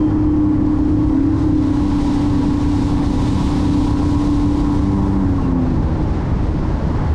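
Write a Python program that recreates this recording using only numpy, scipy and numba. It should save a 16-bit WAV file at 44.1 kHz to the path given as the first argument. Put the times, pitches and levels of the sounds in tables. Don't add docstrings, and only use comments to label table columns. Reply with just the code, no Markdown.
import sys
import numpy as np
from scipy import signal
from scipy.fft import rfft, irfft, next_fast_len
from scipy.io import wavfile
from scipy.ndimage import uniform_filter1d
from numba import njit

SR = 44100
rng = np.random.default_rng(int(sys.argv[2]) if len(sys.argv) > 2 else 0)


def wav_out(sig):
    wavfile.write(sys.argv[1], SR, np.round(np.clip(np.atleast_2d(sig).T, -1, 1) * 32767).astype(np.int16))


N = 314874
T = np.arange(N) / SR

# time in seconds, firings per second.
FIRING_RATE = [(0, 101.9), (.6, 100.4), (1.1, 101.4), (1.3, 104.4), (1.4, 104.9), (1.52, 101.5),
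               (1.8, 97.8), (1.95, 96.9), (3, 96.7), (4, 97.5), (4.3, 97.2), (5.18, 97.4), (5.24, 94.6),
               (5.37, 92.4), (5.42, 90.4), (5.46, 87.4), (5.55, 86.6), (5.67, 83.6), (5.75, 82.4),
               (5.95, 78.8), (6.15, 77.8), (7.14, 74.3)]
# time in seconds, level in dB.
BOOM_LEVEL = [(0, -14.5), (.06, -14.5), (.1, -23), (.15, -15), (.72, -15), (.78, -19.5), (.84, -16),
              (1.34, -17), (1.4, -30), (1.46, -15), (1.7, -18), (1.95, -21), (2.7, -18.5), (3.25, -22),
              (4, -18.5), (5.17, -20), (5.21, -22), (5.25, -19.5), (5.36, -20.5), (5.42, -28), (5.46, -21),
              (5.57, -15), (5.72, -22.5), (5.79, -30.5), (7.14, -55)]
# time in seconds, level in dB.
BELOW_BOOM = [(0, -26), (.3, -29), (.5, -22.5), (.75, -23.5), (.95, -19.5), (1.17, -18), (1.33, -21),
              (1.42, -23.5), (1.55, -20.5), (1.75, -21.5), (2, -27.5), (2.3, -25.5), (3, -25), (3.2, -29.5),
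              (3.8, -23), (4.4, -33), (7.14, -42.5)]
# multiple of the firing rate, dB compared with the boom.
ABOVE_BOOM = [(10 / 3, -16.5), (11 / 3, -29)]
# time in seconds, boost in dB.
EVEN_SWELL = [(0, 3), (.7, -3), (1.15, -16), (1.95, 5.5), (2.6, 2.5), (3, 1), (3.5, 4.5), (4.6, -3),
              (4.95, 12), (5.26, 11), (5.38, 2.5), (5.52, 11.5), (5.72, 8.5), (6.05, 1), (6.45, -3.5),
              (7.14, -12)]
CYLINDER_TAPS = [-3, -11, -13]
# pitch in Hz, filter width in Hz, relative level in dB.
PANEL_RINGS = [(796.6, 65, 1), (851.4, 40, 1), (970, 60, 0), (1065, 58, 0.5), (1110, 45, -3.5),
               (1323, 80, -8.5)]
# multiple of the firing rate, dB at full swell compared with the knock.
HUM_TONES = [(9, -13), (10, -6), (11, -8.5)]
# time in seconds, level in dB.
PANEL_LEVEL = [(0, -39.5), (1.3, -41), (1.6, -43), (1.8, -41.5), (1.92, -37), (3, -36.5), (5.15, -36),
               (5.33, -42.5), (5.55, -40), (5.68, -44), (7.14, -46)]
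# start in seconds, level in dB, pitch in Hz.
LOOSE_HITS = [(5.382, -22, 1085), (5.405, -25, 860), (5.452, -24, 1075), (5.488, -27, 1075),
              (5.75, -29, 980)]
# time in seconds, level in dB.
WHINE_LEVEL = [(0, -58), (.11, -55), (.14, -66), (.24, -64), (.29, -57), (.34, -59.5), (.37, -67),
               (.43, -63), (.5, -70), (.85, -70), (1.15, -64), (1.25, -75), (5.36, -78), (5.44, -51),
               (5.52, -73), (5.62, -60), (5.72, -59), (5.76, -70), (5.9, -70), (5.95, -60), (6, -80)]
# frequency in Hz, relative level in dB.
WIND_COLOUR = [(3, -13), (15, -8.5), (30, -4), (70, -2.5), (140, -6.5), (220, -12.5), (300, -11),
               (400, -24.5), (600, -37.5), (1200, -57.5)]
SPRAY_COLOUR = [(900, -17.5), (1800, 2), (2800, 1.5), (3900, 1), (5000, -1), (6500, -6), (7500, -9),
                (8600, -11), (9400, -14.5), (10000, -19), (11000, -22.5), (12000, -26.5), (13500, -36.5),
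                (14300, -45.5), (15000, -54.5)]
ROAR_COLOUR = [(250, -16.5), (400, 0), (550, -2.5), (680, -6), (860, -3), (1120, -8.5), (1220, -11),
               (2000, -19), (2400, -26), (4000, -45), (7000, -55.5)]
# time in seconds, level in dB before the boosts.
SPRAY_LEVEL = [(0, -51.5), (.6, -52), (.78, -50), (1.3, -49.5), (1.42, -46.5), (1.5, -49), (1.78, -44),
               (2.1, -42), (2.15, -39.5), (2.2, -42.5), (2.45, -43.5), (2.72, -43), (2.88, -40.5),
               (2.93, -43), (3.01, -45), (3.05, -43), (3.3, -40.5), (3.87, -41), (3.93, -43.5),
               (4.1, -41.5), (4.2, -43), (4.28, -41.5), (4.52, -45.5), (4.6, -42.5), (4.7, -46), (4.8, -45),
               (4.95, -48), (5.35, -50.5), (5.45, -49), (5.57, -52), (5.63, -49), (7.14, -47)]
# time in seconds, boost in dB.
SPRAY_TOP = [(0, -1.5), (1.5, 2), (2.4, 1.5), (3, 4), (4.3, 3.5), (5.1, 3.5), (5.75, -4), (7.14, -5.5)]
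SPRAY_MIDDLE = [(0, -3.5), (1.7, 2), (2.1, 2), (2.7, 2), (3.1, 4), (3.4, 3), (3.8, 3), (4.2, 1.5), (4.6, 3),
                (5.1, 1), (7.14, -1)]


def engine(firings, firing_hz):
    boom_db, swell_db = curve(BOOM_LEVEL), curve(EVEN_SWELL)
    hull_db = 16 * resonance(4 * firing_hz, centre_hz=311, width_hz=28)
    out = tone(firings, 1, -29, flutter_db=3) + tone(firings, 5, -47, flutter_db=2.5)
    out += tone(firings, 2, -34 + swell_db, flutter_db=2.2, slip=.03)
    out += tone(firings, 4, -48.5 + swell_db + hull_db, flutter_db=2.2, slip=.03)
    out += tone(firings, 3, boom_db, flutter_db=.9)
    out += tone(firings, 8 / 3, curve(BELOW_BOOM), flutter_db=1.9, slip=.05)
    for multiple, db in ABOVE_BOOM:
        out += tone(firings, multiple, boom_db + db, flutter_db=3.5, slip=.047)
    return out


def tone(firings, multiple, db, flutter_db, slip=.021):
    phase = 2 * np.pi * (multiple * (firings + slip * wander(14)) + rng.random())
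    return np.sqrt(2) * gain(db + flutter_db * wander(18) + .51 * wander(60)) * np.sin(phase)


def wind():
    return gain(-18 + .5 * wander(2.99)) * coloured_noise(WIND_COLOUR, flicker_db=.93, flicker_hz=14)


def roar(firings):
    puffs = 1 + .048 * np.cos(2 * np.pi * firings) + .041 * np.cos(2 * np.pi * firings / 3)
    return gain(-33.5 + .2929 * T) * coloured_noise(ROAR_COLOUR, flicker_db=1, flicker_hz=14) * puffs


def panel_knock(firings, scatter_db=2.5, rattle_db=-30):
    count = np.floor(firings + .011 * wander(30)).astype(int)
    hits = np.flatnonzero(np.diff(count) > 0)
    taps = gain(rattle_db) * rng.standard_normal(N)
    cylinder_db = np.array(CYLINDER_TAPS)[count[hits] % 3]
    taps[hits] += gain(cylinder_db + scatter_db * rng.standard_normal(len(hits)))
    out = 0
    for k, (hz, width, db) in enumerate(PANEL_RINGS):
        ring = signal.iirpeak(hz, hz / width, fs=SR)
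        delayed = np.roll(taps, int(k * .0037 * SR))
        out += gain(db) * signal.lfilter(*ring, signal.lfilter(*ring, delayed)) / width
    return normalise(out)


def panel_hum(firings, firing_hz):
    out = 0
    for (multiple, db), (panel_hz, width, _) in zip(HUM_TONES, PANEL_RINGS[1:4]):
        swell = resonance(multiple * firing_hz, panel_hz, width)
        out += swell * tone(firings, multiple, db, flutter_db=2.2, slip=.008)
    return out


def spray(middle_hz=3780, width_hz=760):
    hiss = coloured_noise(SPRAY_COLOUR, flicker_db=.22, flicker_hz=25)
    hiss *= gain(.12 * wander(22) + .58 * wander(45))
    coarse = signal.sosfiltfilt(signal.butter(2, 6500, fs=SR, output="sos"), hiss)
    fine = gain(curve(SPRAY_TOP)) * (hiss - coarse)
    middle = signal.lfilter(*signal.iirpeak(middle_hz, middle_hz / width_hz, fs=SR), hiss)
    return gain(curve(SPRAY_LEVEL)) * (coarse + fine + (gain(curve(SPRAY_MIDDLE)) - 1) * middle)


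def loose_part(rise_s=.002, ring_s=.11):
    out = 0
    for start, db, hz in LOOSE_HITS:
        age = np.maximum(T - start, 0)
        loudness = gain(db - 60 * age / ring_s) * (1 - np.exp(-age / rise_s))
        out += loudness * np.sin(2 * np.pi * hz * age)
    return out


def gear_whine(firings):
    return tone(firings, 31.1, curve(WHINE_LEVEL), flutter_db=2.5, slip=.006)


def gain(db):
    return 10 ** (np.asarray(db) / 20)


def normalise(x):
    return x / np.sqrt(np.mean(x ** 2))


def curve(table):
    return np.interp(T, *np.transpose(table))


def resonance(hz, centre_hz, width_hz):
    return 1 / (1 + ((hz - centre_hz) / width_hz) ** 2)


def wander(rate):
    hold = int(SR / rate)
    steps = np.repeat(rng.standard_normal(N // hold + 1), hold)
    return normalise(uniform_filter1d(uniform_filter1d(steps, hold), hold)[:N])


def coloured_noise(colour, flicker_db, flicker_hz):
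    size = next_fast_len(N)
    octave = np.log2(np.maximum(np.arange(size // 2 + 1) * SR / size, 1.))
    hz, db = np.transpose(colour)
    shape_db = np.interp(octave, np.log2(hz), db, left=-90, right=-120)
    spectrum = rfft(rng.standard_normal(size)) * gain(shape_db)
    out = 0
    for centre in range(int(np.log2(hz[0])), int(np.log2(hz[-1])) + 2):
        share = np.clip(1 - np.abs(octave - centre), 0, 1)
        out += irfft(spectrum * share, size)[:N] * gain(flicker_db * wander(flicker_hz))
    return normalise(out)


@njit
def follow_peaks(x, attack, release):
    out, level = np.empty(len(x)), 0.
    for i in range(len(x)):
        level += (x[i] - level) * (attack if x[i] > level else release)
        out[i] = level
    return out


def scene():
    firing_hz = curve(FIRING_RATE)
    firings = np.cumsum(firing_hz) / SR
    craft = gear_whine(firings) + engine(firings, firing_hz) + loose_part()
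    panels = gain(curve(PANEL_LEVEL)) * (panel_knock(firings) + panel_hum(firings, firing_hz))
    return (craft + panels + roar(firings) + spray() + wind())[None, :]


def record(dry):
    threshold_db, ratio, attack_s, release_s = -12.5, 2.5, .0016, .033
    ceiling, top_hz = .6, 15000
    peak = follow_peaks(np.abs(dry[0]), 1 / (attack_s * SR), 1 / (release_s * SR))
    duck = np.minimum(1, gain(threshold_db) / (peak + 1e-9)) ** (1 - 1 / ratio)
    ahead = int(attack_s * SR)
    limited = gain(1) * dry * np.append(duck[ahead:], np.full(ahead, duck[-1]))
    rounded = limited / (1 + np.abs(limited / ceiling) ** 6) ** (1 / 6)
    fade_in = np.minimum(1, T / .004)
    return signal.sosfilt(signal.ellip(8, .2, 70, top_hz, fs=SR, output="sos"), rounded * fade_in)


dry = scene()
out = record(dry)
wav_out(out)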